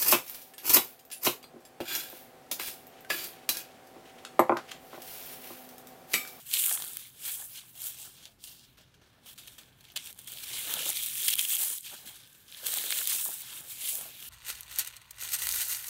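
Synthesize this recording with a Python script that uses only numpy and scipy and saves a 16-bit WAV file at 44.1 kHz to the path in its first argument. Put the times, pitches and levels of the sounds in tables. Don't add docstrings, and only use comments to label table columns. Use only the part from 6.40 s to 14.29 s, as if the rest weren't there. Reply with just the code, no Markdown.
import sys
import numpy as np
from scipy import signal
from scipy.fft import rfft, irfft, next_fast_len
from scipy.io import wavfile

SR = 44100
rng = np.random.default_rng(int(sys.argv[2]) if len(sys.argv) > 2 else 0)


def boost_factor(decibels):
    exponent = np.asarray(decibels, float) / 20
    return 10 ** exponent


def master(y):
    cut = np.clip(np.atleast_2d(y).T, -1, 1)
    pcm = np.round(cut * 32767)
    wavfile.write(sys.argv[1], SR, pcm.astype(np.int16))


N = 347949


def rms_one(x):
    return x / np.sqrt(np.mean(x ** 2) + 1e-20)


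def in_time(rows):
    s, *columns = np.transpose(rows)
    return [np.interp(np.arange(N) / SR, s, c) for c in columns]


def at_hz(points, hz):
    spectrum_hz, spectrum_db = np.transpose(points)
    return np.interp(np.log(hz), np.log(spectrum_hz), spectrum_db)


def drift(rate_hz):
    r = np.exp(-40 * np.pi * rate_hz / SR)
    slow = signal.lfilter([1], [1, -2 * r, r * r], rng.standard_normal(N // 20 + 2002))[2000:]
    return np.interp(np.arange(N) / 20, np.arange(len(slow)), rms_one(slow))


def resonance(x, hz, width_hz):
    r = np.exp(-np.pi * width_hz / SR)
    poles = [1, -2 * r * np.cos(2 * np.pi * hz / SR), r * r]
    return signal.lfilter([(1 - r * r) / 2, 0, (r * r - 1) / 2], poles, x + 1e-18)


def bursts(per_s, spread_db):
    sizes = boost_factor(spread_db * np.minimum(rng.exponential(1, N), 5)) * rng.choice([-1, 1], N)
    return rms_one(sizes * (rng.random(N) < per_s / SR))


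def prompt(spectrum, colour_db, count):
    hz = np.maximum(np.arange(513), 1) * SR / 1024
    half_octaves = np.maximum(1 - np.abs(np.arange(15)[:, None] - 2 * np.log2(hz / 120)), 0)
    tint = rng.standard_normal((count, 15)) @ half_octaves
    response_db = np.maximum(at_hz(spectrum, hz), -50) + colour_db * tint
    cepstrum = irfft(np.log(boost_factor(response_db)), 1024)
    cepstrum[:, 1:512] *= 2
    return irfft(np.exp(rfft(cepstrum[:, :512], 1024)), 1024)[:, :512]


def foam(spectrum, level_db, breaks, at_s, peak_db, cracks, per_s, spread_db, crack_db, wander_db, sharp,
         colour_db, count, contrast=1):
    pitches_hz = np.geomspace(spectrum[1][0], min(spectrum[-2][0], .42 * SR), count)
    fine = bursts(per_s, spread_db)
    dealt = rng.integers(0, count, N)
    grains = 0
    for k, hz in enumerate(pitches_hz):
        gain = (-1) ** k * boost_factor(at_hz(spectrum, hz))
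        width_hz = hz / sharp
        favoured = boost_factor(wander_db * drift(5.2))
        ringing = resonance(resonance(fine * (dealt == k), hz, width_hz), hz, 2 * width_hz)
        grains = grains + gain * favoured * ringing
    cracked = signal.fftconvolve(cracks, prompt(spectrum, 0, count=1)[0])[:N]
    out = boost_factor(level_db) * rms_one(rms_one(grains) + boost_factor(crack_db) * rms_one(cracked))
    responses = prompt(np.array(spectrum) * [1, contrast], colour_db, count=len(breaks))
    rung = signal.fftconvolve(breaks, responses, axes=1)
    lead_s = .0004
    for s, db, ring in zip(at_s - lead_s, peak_db, rung):
        part = out[max(round(s * SR), 0):][:len(ring)]
        part += boost_factor(db) * ring[:len(part)] / np.abs(ring).max()
    return out


def efforts():
    # t/s, effort as cell fizz level/dB, hollow (struts over fizz) level/dB
    knead_first = [(0, -49, -5), (.045, -55.5, -7.5), (.11, -39.5, -7), (.135, -31.5, -3.5),
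                   (.19, -30.5, -9), (.35, -31, -14.5), (.37, -37.5, -13.5), (.67, -50, -3.5),
                   (.72, -60, -7.5)]
    knead_again = [(0.78, -53, -4), (0.86, -36.5, -7.5), (.9, -38, -4.5), (.92, -37.5, -12),
                   (1.07, -45, -15), (1.186, -47.5, 1), (1.216, -55, -0.5), (1.312, -56.5, -10),
                   (1.32, -62, -6)]
    knead_last = [(1.4, -43.5, -7.5), (1.47, -33.5, -15), (1.56, -51.5, -5.5), (1.6, -44, -10),
                  (1.69, -53.5, -13), (1.87, -61.5, 6.5), (1.98, -80.5, -11)]
    reach = [(2.04, -48.5, -13), (2.46, -81.5, 8.5), (2.81, -80.5, 4), (2.877, -56, -2.5),
             (3.07, -57.5, -0.5), (3.34, -72.5, 1), (3.52, -64.5, 6), (3.547, -69, -4)]
    turn_block = [(3.562, -42, 3), (3.581, -54.5, 7), (3.63, -51.5, -2), (3.67, -44.5, -4.5),
                  (3.73, -65, -4.5), (3.98, -46, -4.5)]
    press = [(4.05, -44.5, -3.5), (4.334, -35.5, -4.5), (4.438, -36.5, -4), (4.5, -29.5, -8),
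             (4.536, -40, -4), (4.564, -32, -6), (4.612, -35.5, -5.5), (4.634, -34.5, -6.5),
             (4.72, -40.5, -4.5)]
    split_block = [(4.88, -32.5, -7), (4.94, -32, 0.5), (4.96, -50, -6), (4.99, -29.5, -5.5),
                   (5.07, -36.5, -8.5), (5.12, -28.5, -8.5), (5.25, -30.5, -12), (5.34, -37, -12.5),
                   (5.42, -50.5, -13)]
    shift_grip = [(5.46, -45.5, 1.5), (5.652, -54, -4), (5.656, -46.5, -3), (5.836, -59, 0.5),
                  (6.018, -63, -4), (6.07, -62, -2), (6.14, -52.5, 1.5)]
    fold = [(6.24, -44.5, -6), (6.262, -34.5, -8), (6.5, -35, -6.5), (6.594, -31, -7), (6.626, -32.5, -8),
            (6.714, -32, -4), (6.844, -33, -17), (7.016, -45, -6.5), (7.03, -48.5, -1.5)]
    crumble = [(7.08, -45, -1.5), (7.186, -42, -8), (7.244, -53, -5), (7.306, -41, -10),
               (7.366, -44.5, -5.5), (7.474, -32, -7), (7.578, -35, -15), (7.738, -52, -0.5),
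               (7.89, -43.5, -6)]
    kneading = knead_first + knead_again + knead_last
    crushing = reach + turn_block + press + split_block
    return in_time(sorted(kneading + crushing + shift_grip + fold + crumble))


def tearing(per_s, fade_s, jump_db):
    # t/s, jump level/dB, fade/s
    slips = [(0.134, 5, 0.0059), (1.998, -5, 0.016), (2.041, 5, 0.025), (2.372, 14, 0.072),
             (2.54, 12, 0.014), (2.613, 8.5, 0.19), (2.859, 10.5, 0.026), (2.977, 20.5, 0.033),
             (3.073, 19, 0.0069), (3.18, 20.5, 0.026), (3.407, 25, 0.0043), (3.44, 16, 0.0084),
             (3.559, 9, 0.016), (3.787, 14, 0.015), (3.843, -9.5, 0.0054), (3.871, 17, 0.021),
             (3.919, 1, .015), (4.881, 16.5, 0.0099), (4.895, -6, 0.013), (2.942, -15.5, 0.046)]
    # middle t/s, half width/s, level/dB
    surges = [(0.122, 0.0053, -1), (0.301, 0.004, -3.5), (0.43, 0.009, 2.5), (0.578, 0.01, -6),
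              (1.093, 0.028, -3.5), (3.205, 0.0054, -5), (3.555, 0.0043, -12), (3.708, 0.015, 10.5),
              (3.907, 0.006, -3), (4.038, 0.0061, 7.5), (4.08, 0.014, 0.5), (4.139, 0.0055, 3.5),
              (4.173, 0.041, 4.5), (4.431, 0.0041, -3), (4.755, 0.004, -1), (4.808, 0.023, 2.5),
              (4.895, 0.0046, -5), (4.944, 0.004, -6), (4.966, 0.0053, 8.5), (5.019, 0.004, -9.5),
              (5.04, 0.0065, 4), (5.172, 0.011, -7), (5.235, 0.0044, 6.5), (5.73, 0.024, -7),
              (6.255, 0.0083, -4), (6.654, 0.027, -6.5), (6.853, 0.004, 5), (6.963, 0.016, 1)]
    leaps = rng.exponential(1, N) * (rng.random(N) < per_s / SR)
    sag = signal.lfilter([1], [1, -np.exp(-1 / (fade_s * SR))], leaps + 1e-18)
    front_db = jump_db * np.tanh(sag / 2 - sag.mean() / 2)
    t, rise_s = np.arange(SR // 4) / SR, 0.0014
    for s, db, slip_fade_s in slips:
        decay = np.exp(-t / max(slip_fade_s, 1e-3))
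        front_db[round(s * SR):][:len(t)] += db * decay * (1 - np.exp(-t / rise_s))
    for s, half_s, db in surges:
        near = np.arange(max(round((s - .08) * SR), 0), round((s + .08) * SR))
        front_db[near] += db * np.exp(-((near / SR - s) / max(half_s, 2e-3)) ** 2)
    return front_db


def coarse(crunch_db):
    # middle t/s, half width/s, thud level/dB, chip grind over thud level/dB
    shears = [(.31, 0.058, -68, 14), (.39, 0.092, -58, 1), (.885, 0.022, -80, 18), (7.12, .07, -78, 17.5),
              (1.01, 0.035, -66, 7), (1.47, 0.043, -71.5, 8.5), (1.67, 0.022, -69, 7.5),
              (2.95, 0.3, -72.5, -3), (3.561, 0.012, -61, -1), (3.67, 0.02, -61.5, 0), (4.2, 0.16, -61, 0),
              (4.341, 0.053, -48.5, 2), (4.48, 0.036, -56, 3), (4.87, 0.046, -68, -6),
              (5.04, 0.015, -72.5, 0), (5.22, 0.11, -64, 7), (5.537, 0.015, -54, 0),
              (5.67, 0.065, -63.5, -5), (6.28, 0.053, -58, 6), (6.42, 0.058, -51, -2),
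              (6.53, 0.03, -55, -7.5), (6.59, 0.044, -59.5, 5), (6.72, 0.14, -63, 7.5),
              (6.88, 0.036, -58, 0.5), (7.19, 0.057, -62.5, 0.5), (7.62, 0.05, -55.5, 0),
              (7.84, 0.022, -60.5, 3.5)]
    middle_db, grind_rest_db, grind_follows, shear_rest_db, shear_follows = -49.5, -64.5, 0.67, -71.5, 0.3
    t, swing_db = np.arange(N) / SR, crunch_db - middle_db
    grind = boost_factor(grind_rest_db + grind_follows * swing_db) ** 2
    shear = boost_factor(shear_rest_db + shear_follows * swing_db) ** 2
    for s, half_s, db, over_db in shears:
        near = slice(max(int((s - .4) * SR), 0), int((s + .4) * SR))
        swell = boost_factor(db) ** 2 * np.exp(-((t[near] - s) / half_s) ** 2)
        grind[near] += boost_factor(over_db) ** 2 * swell
        shear[near] += swell
    dip_s, dip_half_s, dip_db = 5.405, 0.045, -13
    pause_db = dip_db * np.exp(-((t - dip_s) / dip_half_s) ** 2)
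    return 10 * np.log10(grind) + pause_db, 10 * np.log10(shear) + pause_db


def snaps(fizz_db, crunch_db):
    # t/s, bright peak level/dB, ringing
    # peak level/dB
    clear_breaks = [(0.0047, -43, -57), (0.0676, -37, -61), (0.1141, -25, -27), (0.1387, -9, -14),
                    (0.17, -28.5, -18.5), (0.1725, -27, -20.5), (0.1769, -26, -43), (0.1944, -19, -24),
                    (0.198, -14.5, -24), (0.2141, -18.5, -50), (0.2212, -11, -39), (0.2305, -17, -47.5),
                    (0.2394, -14.5, -21), (0.2451, -14, -41), (0.2588, -13, -43), (0.2627, -8, -25),
                    (0.2707, -23, -33), (0.2832, -21, -42), (0.2951, -16, -26), (0.3262, -12, -36),
                    (0.3419, -21, -45.5), (0.3515, -12, -41), (0.3544, -21, -43), (0.3635, -33, -54),
                    (0.3746, -42, -28), (0.4013, -31, -33), (0.4227, -19, -24.5), (0.4419, -27, -29),
                    (0.4481, -21, -47), (0.48, -27, -42), (0.4847, -26, -42), (0.534, -26, -50),
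                    (0.571, -15.5, -32), (0.7017, -39, -59), (0.9116, -42, -45), (0.9227, -29, -64),
                    (0.9299, -30, -48), (1.3544, -36, -44), (1.4047, -31, -39), (1.4106, -30, -49),
                    (1.4194, -23, -48), (1.4421, -26, -46), (1.455, -30, -50), (1.5026, -28, -45),
                    (1.5995, -36, -45.5),
                    (1.855, -46, -42), (2.04, -32, -40), (2.8613, -37, -50), (2.8683, -42, -49),
             (2.9318, -38, -58), (3.0362, -42, -45), (3.0757, -43, -53), (3.0813, -41, -36),
             (3.216, -50, -52), (3.2337, -55, -44), (3.4089, -60, -55), (3.4139, -51, -57),
             (3.431, -59, -67), (3.4413, -53, -51), (3.4466, -53, -53), (3.4526, -49, -42),
             (3.4848, -61, -50), (3.4891, -57, -45), (3.5022, -50, -39), (3.5202, -41, -49),
             (3.5378, -50, -72), (3.5653, -26, -27), (3.574, -23.5, -19.5), (3.6261, -37.5, -47),
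             (3.6423, -35, -52), (3.6542, -38, -51), (3.66, -30, -34), (3.673, -27, -31),
             (3.7281, -33, -42), (3.7467, -42, -64), (3.7625, -52, -78), (3.7713, -52, -62),
             (3.7771, -40, -52), (3.787, -36, -52), (3.7908, -29, -37), (3.797, -36, -54),
             (3.8166, -35, -54), (3.8455, -35.5, -46), (3.875, -34, -38), (3.878, -38, -47),
             (3.9204, -25, -44), (3.929, -34, -37), (3.937, -27, -45), (3.9735, -33, -32),
             (3.9859, -36, -31),
                    (4.3376, -21, -26.5), (4.3397, -11.5, -20), (4.443, -26, -40), (4.492, -12.5, -35),
                  (4.503, -13, -30), (4.531, -24, -29), (4.6265, -20, -40), (4.6303, -20, -42),
                  (4.636, -18, -27), (4.652, -23.5, -45), (4.6615, -17, -49), (4.6869, -20, -47),
                  (4.7132, -23, -37), (4.7232, -29, -38), (4.7551, -19, -27), (4.7705, -22, -34),
                  (4.8209, -18, -39), (4.8682, -17, -36.5), (4.8818, -9.5, -27), (4.8854, -18, -14.5),
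                  (4.889, -16, -35), (4.8922, -23, -22), (4.9041, -14, -29), (4.908, -13, -33),
                  (4.911, -20, -24), (4.921, -17, -37), (4.929, -21, -27.5), (4.9354, -15, -17),
                  (4.938, -14, -18), (4.9552, -13.5, -26), (4.9858, -22, -47), (4.9933, -11, -11),
                  (4.998, -24, -34), (5.0126, -13, -32), (5.0167, -24, -34), (5.0284, -23, -35),
                  (5.0515, -18, -20.5), (5.087, -23, -32), (5.152, -12.5, -41), (5.157, -13.5, -25.5),
                  (5.1679, -19, -22), (5.191, -18, -43), (5.214, -18, -33), (5.237, -17.5, -38),
                  (5.3022, -14.5, -44), (5.3213, -25.5, -61), (5.3296, -26, -37), (5.3538, -26, -59),
                  (5.3618, -29, -51), (5.3785, -22, -60), (5.383, -17, -31.5), (5.409, -30, -52),
                  (5.4311, -41, -39), (5.8151, -43, -54), (5.8747, -44, -47),
                    (5.928, -41, -53), (5.9309, -39, -60), (6.0825, -41, -42), (6.087, -62, -43),
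                  (6.1186, -35, -61), (6.1243, -46, -33), (6.1472, -49, -32), (6.2411, -31, -34),
                  (6.2559, -29, -43), (6.2679, -13, -22), (6.2843, -25, -34), (6.3219, -18, -39),
                  (6.34, -12, -30), (6.373, -15, -36), (6.3813, -17, -30), (6.3858, -23, -21),
                  (6.3968, -28, -35), (6.433, -25, -50), (6.5026, -27, -27), (6.5064, -13.5, -22.5),
                  (6.518, -20, -32), (6.5212, -19, -36), (6.524, -25.5, -18), (6.5749, -15, -37),
                  (6.588, -20, -23), (6.6419, -22, -34), (6.656, -20.5, -22.5), (6.6743, -10.5, -23),
                  (6.6968, -22, -42), (6.8527, -17, -40.5), (6.8624, -24, -39), (6.8849, -25, -47),
                  (6.897, -24, -50), (6.9068, -22, -52), (6.941, -23, -51), (7.0195, -25, -45),
                  (7.1592, -30, -51), (7.168, -29, -45), (7.208, -27, -52), (7.2366, -39, -51),
                  (7.2508, -38, -55), (7.2623, -40, -48), (7.3236, -37, -56), (7.4163, -26, -47),
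                  (7.4927, -19.5, -52), (7.5006, -22, -45), (7.5081, -22, -52), (7.5543, -17, -41),
                  (7.6244, -27, -46), (7.8267, -34, -32),
                    (4.1034, -39.5, -34), (4.133, -36, -28), (4.392, -24, -20), (4.463, -31, -31),
              (4.5707, -30, -22.5), (4.804, -31.5, -25.5), (4.8309, -28, -23), (5.104, -26, -24),
              (5.473, -42, -35), (6.798, -25, -29)]
    strays_per_s, full_effort_db, stray_over_db, stray_spread_db = 45, -27, 8.5, 4.5
    place, luck, size, tone = rng.random((4, 300))
    at = (place * (N - 1)).astype(int)
    effort = boost_factor(fizz_db[at] - full_effort_db) ** .5
    due = luck < strays_per_s * N / SR / len(at) * effort
    over_db = stray_over_db + stray_spread_db * (2 * size - 1)
    bright_db = fizz_db[at] + over_db
    ringing_db = crunch_db[at] + over_db - 2 * stray_spread_db * tone
    strays = np.transpose([at / SR, bright_db, ringing_db])
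    return np.transpose(np.vstack([clear_breaks, strays[due]]))


def spatters(burst_s, tail_db, tail_s):
    t = np.arange(int(.012 * SR)) / SR
    burst = np.e * t / burst_s * np.exp(-t / burst_s)
    tail = boost_factor(tail_db) * np.exp(-t / tail_s)
    return (burst + tail) * rng.standard_normal((520, len(t)))


def knocks(cycles, blur_s, rough):
    # t/s, peak level/dB, f/Hz
    partings = [(0.232, -34, 1670), (0.282, -32, 1570), (0.312, -23, 1730), (0.314, -34, 784),
                (0.376, -35, 1000), (0.401, -38, 1150), (0.421, -46, 1010), (0.44, -37, 1010),
                (0.569, -34, 2020), (1.236, -50.5, 900), (3.0, -47, 2450), (3.562, -39, 1800),
                (3.571, -39, 1560), (4.343, -40, 1390), (4.37, -34.5, 600), (4.464, -35, 813),
                (4.492, -37, 700), (4.993, -22, 2120), (5.535, -51, 300), (5.664, -50.5, 200),
                (6.313, -38, 1550), (6.336, -31.5, 1630), (6.374, -34.5, 743), (6.441, -42, 450),
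                (6.506, -26.5, 1910), (6.525, -19, 2120), (6.587, -32, 1710), (6.615, -30.5, 1580),
                (6.72, -30.5, 1650), (6.861, -38, 830), (6.89, -37.5, 818), (7.206, -51, 121)]
    out, t = np.zeros(N), np.arange(int(.04 * SR)) / SR
    pushes = rng.standard_normal((len(partings), len(t)))
    for (s, db, hz), push in zip(partings, pushes):
        blow = (t == 0) + rough * push * np.exp(-t / blur_s)
        ring = resonance(resonance(blow, hz, hz / cycles), hz, hz)
        at = round(s * SR)
        out[at:at + len(t)] += boost_factor(db) * ring / np.abs(ring).max()
    return out


def brushing(front_db):
    # t/s, level/dB
    strokes = [(1.5, -80), (1.6, -52.5), (1.85, -62), (1.98, -74), (2.005, -57), (2.05, -54), (2.2, -55),
               (2.25, -58), (2.33, -84)]
    # t/s, peak level/dB
    flicks = [
        (1.855, -18),
        (2.0403, -17.5),
        (2.195, -32),
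    ]
    grains = boost_factor(in_time(strokes)[0] + front_db) * bursts(12000, 3.1) * 2
    for s, db in flicks:
        grains[round(s * SR)] += boost_factor(db) * 2
    grains = signal.sosfilt(signal.cheby1(8, 2, 2700, "high", fs=SR, output="sos"), grains + 1e-18)
    return signal.sosfilt(signal.butter(2, 6000, fs=SR, output="sos"), grains)


def hollows():
    # middle t/s, half width/s, level/dB
    rests = [
        (3.3, 0.17, -76),
        (5.95, 0.38, -73),
    ]
    t, hz, width_hz = np.arange(N) / SR, 1590, 220
    air = resonance(resonance(rng.standard_normal(N), hz, width_hz), hz, width_hz)
    opening = sum(boost_factor(db) * np.exp(-((t - s) / half_s) ** 2) for s, half_s, db in rests)
    return opening * rms_one(air)


def room_tone():
    # f/Hz, level/dB per Hz
    room_spectrum = [(18, -47), (30, -5), (124, -3.5), (311, -9), (473, -21), (649, -20), (1130, -17.5),
                     (1250, -20), (2060, -19), (3310, -24), (7670, -40), (10500, -36), (16000, -44)]
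    # t/s, level/dB
    room_level = [(0, -70), (4.9, -66.5), (5.1, -73.5), (5.33, -72), (5.41, -76), (5.48, -69), (5.6, -70),
                  (6.2, -71), (7.89, -68)]
    out, edges_hz = 0, 35 * 2 ** np.arange(0, 9.1, .5)
    white = rng.standard_normal((2, N))
    for k, (low, high) in enumerate(zip(edges_hz, edges_hz[1:])):
        band = signal.sosfilt(signal.butter(2, [low, high], "band", fs=SR, output="sos"), white[k % 2])
        out = out + boost_factor(at_hz(room_spectrum, np.sqrt(low * high))) * band
    hum = resonance(resonance(white[1], 126.0, 22), 122.5, 17)
    whine = resonance(resonance(white[0], 1600, 30), 1600, 40)
    tone = rms_one(out) + boost_factor(-10.0) * rms_one(hum) + boost_factor(-27) * rms_one(whine)
    return boost_factor(in_time(room_level)[0] + 2.0) * tone


def scene():
    # f/Hz, level/dB per Hz
    cell_spectrum = [(2650, -46.5), (4500, -16), (5170, -17.5), (8690, 1.5), (9920, -1.5), (15100, 0.5),
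                     (16000, -2.5)]
    strut_spectrum = [(1120, -50.5), (1900, -8.5), (2370, -5.5), (2930, -3), (3230, 1), (5090, -9),
                      (6000, -8.5), (7800, -14), (13200, -120)]
    chip_spectrum = [(600, -14.5), (850, -11.5), (1300, -8), (1750, -3), (2100, -17)]
    lump_spectrum = [(120, -21), (170, -5), (400, 0), (780, 0.5), (1000, -14)]
    fizz_db, hollow_db = efforts()
    crunch_db = fizz_db + hollow_db
    grind_db, shear_db = coarse(crunch_db)
    front_db = tearing(70, 0.013, 3.4) + 0.18 * drift(200)
    cracks = bursts(400, 0.87)
    at_s, bright_db, ringing_db = snaps(fizz_db, crunch_db)
    breaks = spatters(0.00017, -14.5, 0.0025)
    cells = foam(cell_spectrum, fizz_db + front_db, breaks, at_s, bright_db + 2.0, cracks,
                 per_s=13000, spread_db=-0.5, crack_db=-10.0, wander_db=2.5, sharp=4.9, colour_db=1.5, count=12)
    struts = foam(strut_spectrum, crunch_db + front_db, breaks, at_s, ringing_db, cracks,
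                  per_s=4000, spread_db=0.0, crack_db=-5.5, wander_db=2.5, sharp=9.5, colour_db=-2.5, count=14,
                  contrast=1.47)
    chip_db = grind_db + 1.08 * front_db + 0.74 * drift(35)
    chips = foam(chip_spectrum, chip_db, breaks, at_s, ringing_db - 21.5, cracks,
                 per_s=1500, spread_db=1.0, crack_db=-12.5, wander_db=1.0, sharp=7.0, colour_db=-5.0, count=7)
    lump_db = shear_db + 0.54 * front_db + 1.9 * drift(28)
    lumps = foam(lump_spectrum, lump_db, breaks, at_s, ringing_db - 38, cracks,
                 per_s=1200, spread_db=2.0, crack_db=-12.5, wander_db=4.5, sharp=3.3, colour_db=4.0, count=8)
    crush = cells + struts + chips + lumps
    hands = knocks(1.53, 0.0011, 0.18) + brushing(1.8 * front_db)
    return (crush + hands + room_tone() + hollows())[None]


def top_cut(x):
    return signal.sosfilt(signal.butter(12, 17000, fs=SR, output="sos"), x)


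def record(dry):
    # f/Hz, width/Hz, level/dB
    mic_port = [(1922, 164, -7), (3300, 54, -0.5), (9200, 1200, -0.5), (12100, 900, -1)]
    for hz, width_hz, db in mic_port:
        dry = dry + (boost_factor(db) - 1) * resonance(dry, hz, width_hz)
    size, cutoff_hz = next_fast_len(N), 15700
    bins_hz = np.arange(size // 2 + 1) * SR / size
    passed = np.clip((cutoff_hz - bins_hz) / 120 + 1, 0, 1) ** 2
    mix = irfft(rfft(dry, size) * passed, size)[:, :N]
    return top_cut(mix)


dry = scene()
out = record(dry)
master(out)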